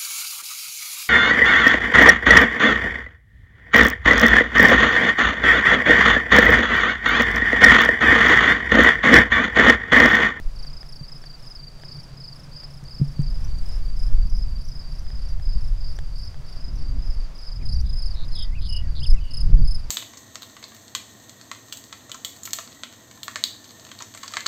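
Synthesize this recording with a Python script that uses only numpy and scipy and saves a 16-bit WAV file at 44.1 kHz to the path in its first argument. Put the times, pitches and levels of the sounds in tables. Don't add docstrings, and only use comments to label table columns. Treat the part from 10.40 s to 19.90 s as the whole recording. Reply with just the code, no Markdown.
import sys
import numpy as np
from scipy import signal
from scipy.fft import rfft, irfft
from scipy.io import wavfile
from scipy.ndimage import uniform_filter1d

SR = 44100
rng = np.random.default_rng(int(sys.argv[2]) if len(sys.argv) > 2 else 0)


def digitize_waveform(pressure):
    field = np.atleast_2d(pressure).T
    bounded = np.clip(field, -1, 1)
    quanta = np.round(bounded * 32767).astype(np.int16)
    wavfile.write(sys.argv[1], SR, quanta)


N = 418950

# f/Hz, relative level/dB, 60 dB decay time after a bump/s
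HOUSING = [(141.6, 6.5, 0.25), (245, -18.5, 0.35)]
# t/s, level/dB
SCATTER = [(0, -16.5), (2.5, -11), (3.1, -7.5), (5, -6.5), (6.9, -7), (7.25, -14.5), (9.5, -13)]


def from_db(db):
    return 10 ** (np.asarray(db) / 20)


def rms_one(x):
    return x / np.sqrt(np.mean(x ** 2) + 1e-20)


def in_time(rows):
    s, *columns = np.transpose(rows)
    return [np.interp(np.arange(N) / SR, s, column) for column in columns]


def add(track, start_s, sound):
    i = max(round(start_s * SR), 0)
    track[i:i + len(sound)] += sound[:N - i]


def drift(rate_hz):
    step = 40
    pole = np.exp(-2 * np.pi * rate_hz * step / SR)
    white = rng.standard_normal(N // step + 2002)
    slow = signal.lfilter([1], [1, -2 * pole, pole * pole], white)[2000:]
    return np.interp(np.arange(N) / step, np.arange(len(slow)), rms_one(slow - slow.mean()))


def coloured(spectrum):
    hz, db = np.transpose(spectrum)
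    grid_hz = np.arange(N // 2 + 1) * SR / N + 1
    gain = from_db(np.interp(np.log(grid_hz), np.log(hz), db))
    return rms_one(irfft(rfft(rng.standard_normal(N)) * gain, N))


def band_pass(x, low_hz, high_hz, order=2):
    return signal.sosfilt(signal.butter(order, [low_hz, high_hz], "band", fs=SR, output="sos"), x)


def ring(x, hz, t60):
    radius = from_db(-60 / (t60 * SR))
    angle = 2 * np.pi * hz / SR
    feedback = [1, -2 * radius * np.cos(angle), radius * radius]
    return signal.lfilter([0, np.sin(angle)], feedback, x + 1e-18)


def wind():
    # t/s, deep pressure level/dB, upper rumble level/dB
    gusts = [(0.0, -24, -22.5), (0.05, -21, -46), (0.45, -36, -48), (1.85, -43, -55), (2.56, -38.5, -44),
             (2.88, -20, -28), (3.6, -18.5, -33), (3.73, -9.5, -24), (4.39, -29.5, -38), (5.18, -16, -28),
             (6.08, -30.5, -40), (6.48, -19.5, -29.5), (6.82, -19, -38), (6.93, -34, -59), (7.33, -18, -20),
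             (7.59, -19.5, -33.5), (8.65, -20.5, -27.5), (8.71, -6, -20.5), (8.89, -28, -34),
             (9.15, -4.5, -18), (9.34, -16, -29), (9.5, -32.5, -34)]
    # f/Hz, level per Hz/dB
    pressure_spectrum = [(5, -0.5), (16, -1), (30, -3.5), (89, -19), (146, -30.5), (222, -40.5), (300, -56),
                         (500, -81), (900, -114)]
    # t/s, level/dB
    handling = [(0, -56), (.6, -48), (2.5, -46), (3.5, -49.5), (9.5, -49.5)]
    split_hz = 42

    def split(x, side):
        return signal.sosfilt(signal.butter(3, split_hz, side, fs=SR, output="sos"), x)

    deep_db, rumble_db = in_time(gusts)
    push = coloured(pressure_spectrum)
    push = push / np.sqrt(uniform_filter1d(push ** 2, size=6000) + 0.061)
    deep = rms_one(split(push, "low"))
    rumble = rms_one(split(push, "high"))

    handling_gain = from_db(in_time(handling)[0] + 2.5 * drift(6))
    gust_gain = from_db(0.72 * rumble_db - 35.5 + 7.6 * drift(5.1))
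    white = rng.standard_normal(N)
    hum = rms_one(sum(from_db(db) * rms_one(ring(white, hz, 0.42 * t60)) for hz, db, t60 in HOUSING))
    return from_db(deep_db) * deep + from_db(rumble_db) * rumble + (handling_gain + gust_gain) * hum


def air():
    # t/s, relative levels of murmur/dB, rustle/dB, hiss/dB
    breeze = [(0, -63, -58, -68.5), (2.3, -66, -55.5, -69), (3.2, -55, -55.5, -65.5),
              (4, -62, -56.5, -68.5), (5.9, -63.5, -56.5, -69), (6.55, -49, -55.5, -72),
              (7.17, -65.5, -56, -70.5), (7.23, -39.5, -54.5, -73), (7.3, -63.5, -56, -71.5),
              (9.5, -62.5, -56.5, -70.5)]
    # f/Hz, level per Hz/dB
    rustle_spectrum = [(150, -2.5), (330, -0.5), (630, 3.5), (800, -0.5), (1100, 0), (2000, -5.5),
                       (3300, -9.5), (5500, -9), (7000, -16), (15600, -49)]
    murmur_db, rustle_db, hiss_db = in_time(breeze)
    murmur_noise = rms_one(band_pass(rng.standard_normal(N), 165, 297))
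    murmur = from_db(murmur_db + 3.0 * drift(8.5)) * murmur_noise
    crackle = rng.standard_normal(N) * from_db(1.2 * drift(60))
    hiss = from_db(hiss_db + 3.5) * rms_one(band_pass(crackle, 3400, 10700, order=1))
    rustle = from_db(rustle_db + 2.5 + 1.07 * drift(2.4)) * coloured(rustle_spectrum)
    return murmur + rustle + hiss


def stroke(hz, catch_hz, length_s, overtone_db, start_phase):
    sag = 0.1127
    catch_s = 0.00296
    s = np.arange(int(length_s * SR)) / SR
    u = s / length_s
    pitch_hz = hz * (1 - sag * u ** 2.47) + catch_hz * np.exp(-s / catch_s)
    phase = start_phase + 2 * np.pi * np.cumsum(pitch_hz) / SR
    swell = np.sin(np.pi * u ** 0.69) ** 0.85
    overtones = np.sin(2 * phase) + from_db(-18) * np.sin(3 * phase)
    return swell * np.sin(phase) + from_db(overtone_db) * swell ** 1.06 * overtones


def chorus():
    # f/Hz, base stroke rate/s^-1, median level/dB
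    far_crickets = [(4840, 26, -59), (5170, 23, -63)]
    # f/Hz, bandwidth/Hz, base level/dB
    shimmer_bands = [(4673, 150, -66.5), (4810, 280, -80)]
    out = np.zeros(N)
    for hz, per_s, db in far_crickets:
        chance = per_s * from_db(4.0 * drift(3)) / SR
        starts = (rng.random(N) < chance) * from_db(db + rng.normal(0, 2.0, N))
        out += signal.fftconvolve(starts, stroke(hz, 0, 0.022, -22.5, 0))[:N]
    for hz, width_hz, db in shimmer_bands:
        shimmer = band_pass(rng.standard_normal(N), hz - width_hz / 2, hz + width_hz / 2)
        out += from_db(db + 5.4 * drift(2.1)) * rms_one(shimmer)
    return out


def crickets():
    # t/s, level/dB
    overtone_curve = [(0, -32), (7.15, -32), (7.25, -21.5), (9.5, -14.5)]
    voices = {"low": (4750, 0, .025, -10, -6, -2), "clear": (5080, 50, .021, 0, -7, -1.5),
              "harsh": (5130, 700, .0196, -2, -4, 0), "loud": (5140, 50, .021, 0, -10, -1.5)}
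    # t from the second stroke/stroke gaps, pitch above the voice/Hz
    chirp_strokes = [(-.85, -60), (0, -5), (1, 15), (2.08, 40)]
    # t of the second stroke/s, voice, stroke gap/s, level/dB
    chirps = [(.1866, "harsh", .0375, -43.5), (.19, "low", .0362, -38), (.329, "clear", 0.037, -36.5),
              (.487, "harsh", .0336, -42), (.5546, "low", .0361, -39), (.68, "clear", 0.037, -37),
              (.7774, "harsh", 0.037, -45.5), (.8585, "low", 0.037, -39), (1.0229, "harsh", .036, -44),
              (1.0685, "clear", 0.039, -36.5), (1.189, "low", 0.038, -37), (1.4467, "clear", 0.034, -37),
              (1.5097, "low", .0363, -38.5), (1.5645, "harsh", 0.032, -43.5),
              (1.8005, "clear", 0.036, -36.5), (1.842, "low", .0362, -40), (1.9564, "harsh", .0368, -44),
              (2.144, "low", 0.037, -40.5), (2.161, "clear", 0.037, -36), (2.303, "harsh", 0.032, -44.5),
              (2.4805, "low", .036, -40.5), (2.507, "clear", 0.036, -37.5), (2.6415, "harsh", 0.035, -47.5),
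              (2.79, "low", 0.037, -42.5), (2.862, "clear", 0.039, -40), (2.97, "harsh", .033, -47),
              (3.107, "low", 0.034, -44), (3.254, "clear", 0.038, -43), (3.285, "harsh", 0.033, -42.5),
              (3.448, "low", 0.035, -46.5), (3.59, "clear", .0357, -40), (3.595, "harsh", 0.033, -42),
              (3.7785, "low", 0.036, -47), (3.894, "harsh", .0334, -46.5), (3.947, "clear", 0.035, -38.5),
              (4.111, "low", 0.039, -45.5), (4.21, "harsh", 0.032, -47), (4.314, "clear", 0.037, -38),
              (4.4337, "low", .0354, -46.5), (4.519, "harsh", .0312, -47), (4.676, "clear", 0.036, -41.5),
              (4.815, "harsh", 0.033, -47.5), (4.816, "low", .0385, -45.5), (5.0518, "clear", .0361, -38.5),
              (5.108, "low", 0.033, -47.5), (5.2075, "harsh", .0324, -46.5), (5.405, "clear", 0.037, -41.5),
              (5.43, "low", 0.033, -44), (5.4925, "harsh", 0.029, -47), (5.7468, "low", .0362, -44),
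              (5.781, "harsh", 0.033, -45.5), (5.7945, "clear", .0364, -39.5), (6.0755, "low", 0.039, -45),
              (6.089, "harsh", 0.034, -46.5), (6.203, "clear", .0367, -40.5),
              (6.355, "harsh", .0309, -47.5), (6.405, "low", .0357, -45.5), (6.62, "clear", 0.038, -41),
              (6.672, "harsh", .0314, -46.5), (6.762, "low", .035, -46), (6.9785, "harsh", 0.033, -46),
              (6.984, "clear", 0.039, -38.5), (7.031, "low", 0.04, -42.5), (7.0796, "clear", 0.037, -38.5),
              (7.2533, "loud", .0335, -33), (7.313, "low", 0.034, -36.5), (7.334, "harsh", 0.031, -43.5),
              (7.4914, "clear", 0.037, -36), (7.585, "loud", 0.034, -31.5), (7.63, "low", 0.036, -38.5),
              (7.67, "clear", .033, -43), (7.879, "clear", .038, -42), (7.952, "loud", .0333, -29.5),
              (7.965, "low", .0355, -42), (8.216, "clear", .034, -42), (8.273, "low", 0.04, -40),
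              (8.29, "loud", 0.034, -29), (8.475, "low", .0358, -48), (8.592, "low", 0.036, -41),
              (8.603, "clear", .035, -43), (8.629, "loud", .034, -29.5), (8.803, "low", 0.032, -50),
              (8.904, "low", .0376, -42), (8.935, "loud", .0331, -29.5), (9.095, "low", 0.037, -52),
              (9.2135, "low", .0375, -42.5), (9.274, "loud", .0339, -30), (9.32, "clear", .034, -47),
              (9.34, "low", 0.043, -46.5)]
    # t/s, level/dB
    snaps = [(3.047, -40), (3.9, -46), (3.9654, -48), (3.9774, -50), (4.2524, -45), (4.2867, -43),
             (4.5925, -45), (4.8898, -48), (5.5648, -45), (5.8506, -48), (6.3555, -47), (6.98, -53),
             (7.3432, -42), (7.4116, -41)]
    spread_db, spread_hz = 0.9, 30.6

    out, teeth, rasps, low = np.zeros((4, N))
    chance = rng.standard_normal((len(chirps), len(chirp_strokes), 3))
    for (second, voice, gap, chirp_db), draws in zip(chirps, chance):
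        voice_hz, catch_hz, length_s, offset_db, first_db, second_db = voices[voice]
        curve_db = np.interp(second, *np.transpose(overtone_curve))
        overtone_db = max(curve_db, -30 + 0.023 * catch_hz) + offset_db
        stroke_levels = (first_db, second_db, 0, 0)
        for (gaps, rise_hz), stroke_db, (a, b, turn) in zip(chirp_strokes, stroke_levels, draws):
            start = second + gaps * gap
            db = chirp_db + stroke_db + spread_db * a
            hz = voice_hz + rise_hz + spread_hz * b
            tone = stroke(hz, catch_hz, length_s, overtone_db, 2 * np.pi * turn)
            add(low if voice == "low" else out, start, from_db(db) * tone)
            add(teeth, start + 0.0018, from_db([db + overtone_db + 19.5]))
            add(rasps, start + 0.004, from_db([db + 8]) * catch_hz / 800)

    u = np.linspace(0, 1, int(0.0073 * SR))
    snap = np.sin(np.pi * u) * np.sin(2 * np.pi * np.cumsum(5400 + 800 * u) / SR)
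    for start, db in snaps:
        add(out, start - 0.002, from_db(db) * snap)
        add(rasps, start, from_db([db + 13]))

    sent = from_db(in_time(SCATTER)[0] - 44.5) * low
    hanging = ring(sent, 4720, 0.21) * from_db(3.1 * drift(40))
    clicks = band_pass(teeth, 5300, 7500) + band_pass(rasps, 11300, 13200)
    return out + low + hanging + clicks


def grass_echo(x):
    t60_s, onset_s = 0.26, 0.0062
    s = np.arange(int(0.3 * SR)) / SR
    tail = rng.standard_normal(len(s)) * from_db(-60 * s / t60_s) * np.clip(s / onset_s, 0, 1)
    unit_tail = tail / np.sqrt(np.sum(tail ** 2))
    return signal.fftconvolve(from_db(in_time(SCATTER)[0]) * x, unit_tail)[:N]


def ticks():
    # t/s, relative level/dB, relative treble level/dB
    snap_backs = [(0.2489, -38, -73), (0.4304, -35.5, -70), (0.6978, -45, -68), (0.84, -35, -69),
                  (1.053, -44, -67), (1.3987, -42, -70), (1.436, -32.5, -74), (1.6954, -56, -68),
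                  (2.2343, -39, -71), (2.4394, -45, -62), (2.8184, -44, -60.5), (3.187, -53, -60),
                  (3.2164, -50, -65), (3.288, -51, -60), (3.5914, -59, -63), (3.7304, -54, -63),
                  (4.6663, -42, -74), (4.7035, -38, -73), (4.998, -39, -76), (5.5889, -29, -58),
                  (5.9441, -37.5, -77), (9.172, -42, -77)]
    # f/Hz, relative level/dB, 60 dB decay time/s
    stalk_modes = [(770, -4.5, 0.0085), (1750, -1, 0.007), (3220, -6, 0.0047)]
    s = np.arange(int(0.014 * SR)) / SR
    clicks, bright = np.zeros((2, N))
    bursts = rng.standard_normal((len(snap_backs), len(s)))
    for (start, db, treble_db), burst in zip(snap_backs, bursts):
        add(clicks, start, from_db([db + 2.0]))
        add(bright, start, from_db(treble_db + 24) * burst * np.exp(-s / 0.0012))
    woody = sum(from_db(db) * ring(clicks, hz, t60) for hz, db, t60 in stalk_modes)
    return woody + band_pass(bright, 4900, 9000)


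def bumps():
    # t/s, knock strength/dB
    knock_times = [(0.61, -30), (2.427, -33.5), (2.598, -23.5), (2.614, -10.5), (2.792, -14.5)]
    knocks = np.zeros(N)
    for start, db in knock_times:
        add(knocks, start, from_db(db) * np.hanning(90) / 45)
    long_ring = sum(from_db(db - 9) * ring(knocks, hz, t60) for hz, db, t60 in HOUSING)
    return long_ring + ring(knocks, 151.7, 0.11)


def birds():
    # start t/s, length/s, first f/Hz, middle f/Hz, last f/Hz, level/dB
    whistles = [(7.198, 0.041, 1990, 2520, 1800, -55.5), (7.268, .035, 3780, 4100, 4000, -59),
                (7.31, .03, 3870, 4050, 4150, -57), (7.854, .087, 1790, 1910, 1960, -64),
                (7.91, 0.048, 4230, 4310, 3920, -47), (8.01, .1, 2000, 1980, 1900, -58),
                (8.113, .061, 1890, 2200, 2950, -50.5), (8.153, 0.041, 2840, 2620, 2480, -47),
                (8.412, 0.063, 1960, 1930, 1840, -55), (8.48, .018, 1680, 1620, 1550, -53.5),
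                (8.614, .039, 2630, 3180, 3750, -40), (8.639, .023, 3650, 3220, 2640, -39.5),
                (8.728, 0.035, 2310, 2170, 1960, -50), (8.764, 0.029, 2850, 2640, 2530, -47),
                (8.734, .016, 5450, 5650, 5900, -49)]
    # the same six columns, then
    # beat rate/s^-1, pitch swing either way in a beat/Hz, full-level share of a beat
    trills = [(7.44, 0.074, 3950, 3840, 3810, -51, 130, 400, 0.49),
              (7.742, 0.11, 4100, 4040, 3995, -42.5, 108, 330, 0.59),
              (7.951, 0.1, 3700, 3510, 3390, -39.5, 122, 307, 1),
              (8.211, 0.066, 3430, 4100, 3600, -40.5, 151.5, -600, .62),
              (8.285, 0.13, 2960, 2913, 2890, -37.5, 49.5, 40, 0.7),
              (8.552, 0.048, 3910, 4060, 3570, -36, 150, 500, 0.42),
              (8.797, 0.23, 3120, 3125, 3075, -46, 69, -320, 0.21),
              (8.8, 0.133, 3050, 2930, 2870, -50, 66, 0, 0.6)]
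    out = np.zeros(N)
    notes = [whistle + (0, 0, 1) for whistle in whistles] + trills
    for start, length_s, first_hz, middle_hz, last_hz, db, per_s, swing_hz, share in notes:
        u = np.arange(int(length_s * SR)) / (length_s * SR)
        beat = per_s * length_s * u % 1
        glide_hz = np.interp(u, [0, 0.5, 1], [first_hz, middle_hz, last_hz])
        pitch_hz = glide_hz + swing_hz * np.cos(2 * np.pi * beat)
        gate = uniform_filter1d(np.where(beat < share, 1, 0.12), size=60)
        swell = np.sin(np.pi * u ** 1.5) ** 0.28
        add(out, start, from_db(db) * swell * gate * np.sin(2 * np.pi * np.cumsum(pitch_hz) / SR))
    return out * from_db(2.3 * drift(100))


def scene():
    insects, bird = crickets(), birds()
    echo = grass_echo(insects + from_db(-3) * bird)
    return (insects + bird + echo + chorus() + air() + ticks() + bumps() + wind())[None]


def record(dry):
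    low_pass = signal.ellip(14, 0.5, 60, 15795, fs=SR, output="sos")
    return signal.sosfilt(low_pass, np.clip(dry, -1, 1))


dry = scene()
out = record(dry)
digitize_waveform(out)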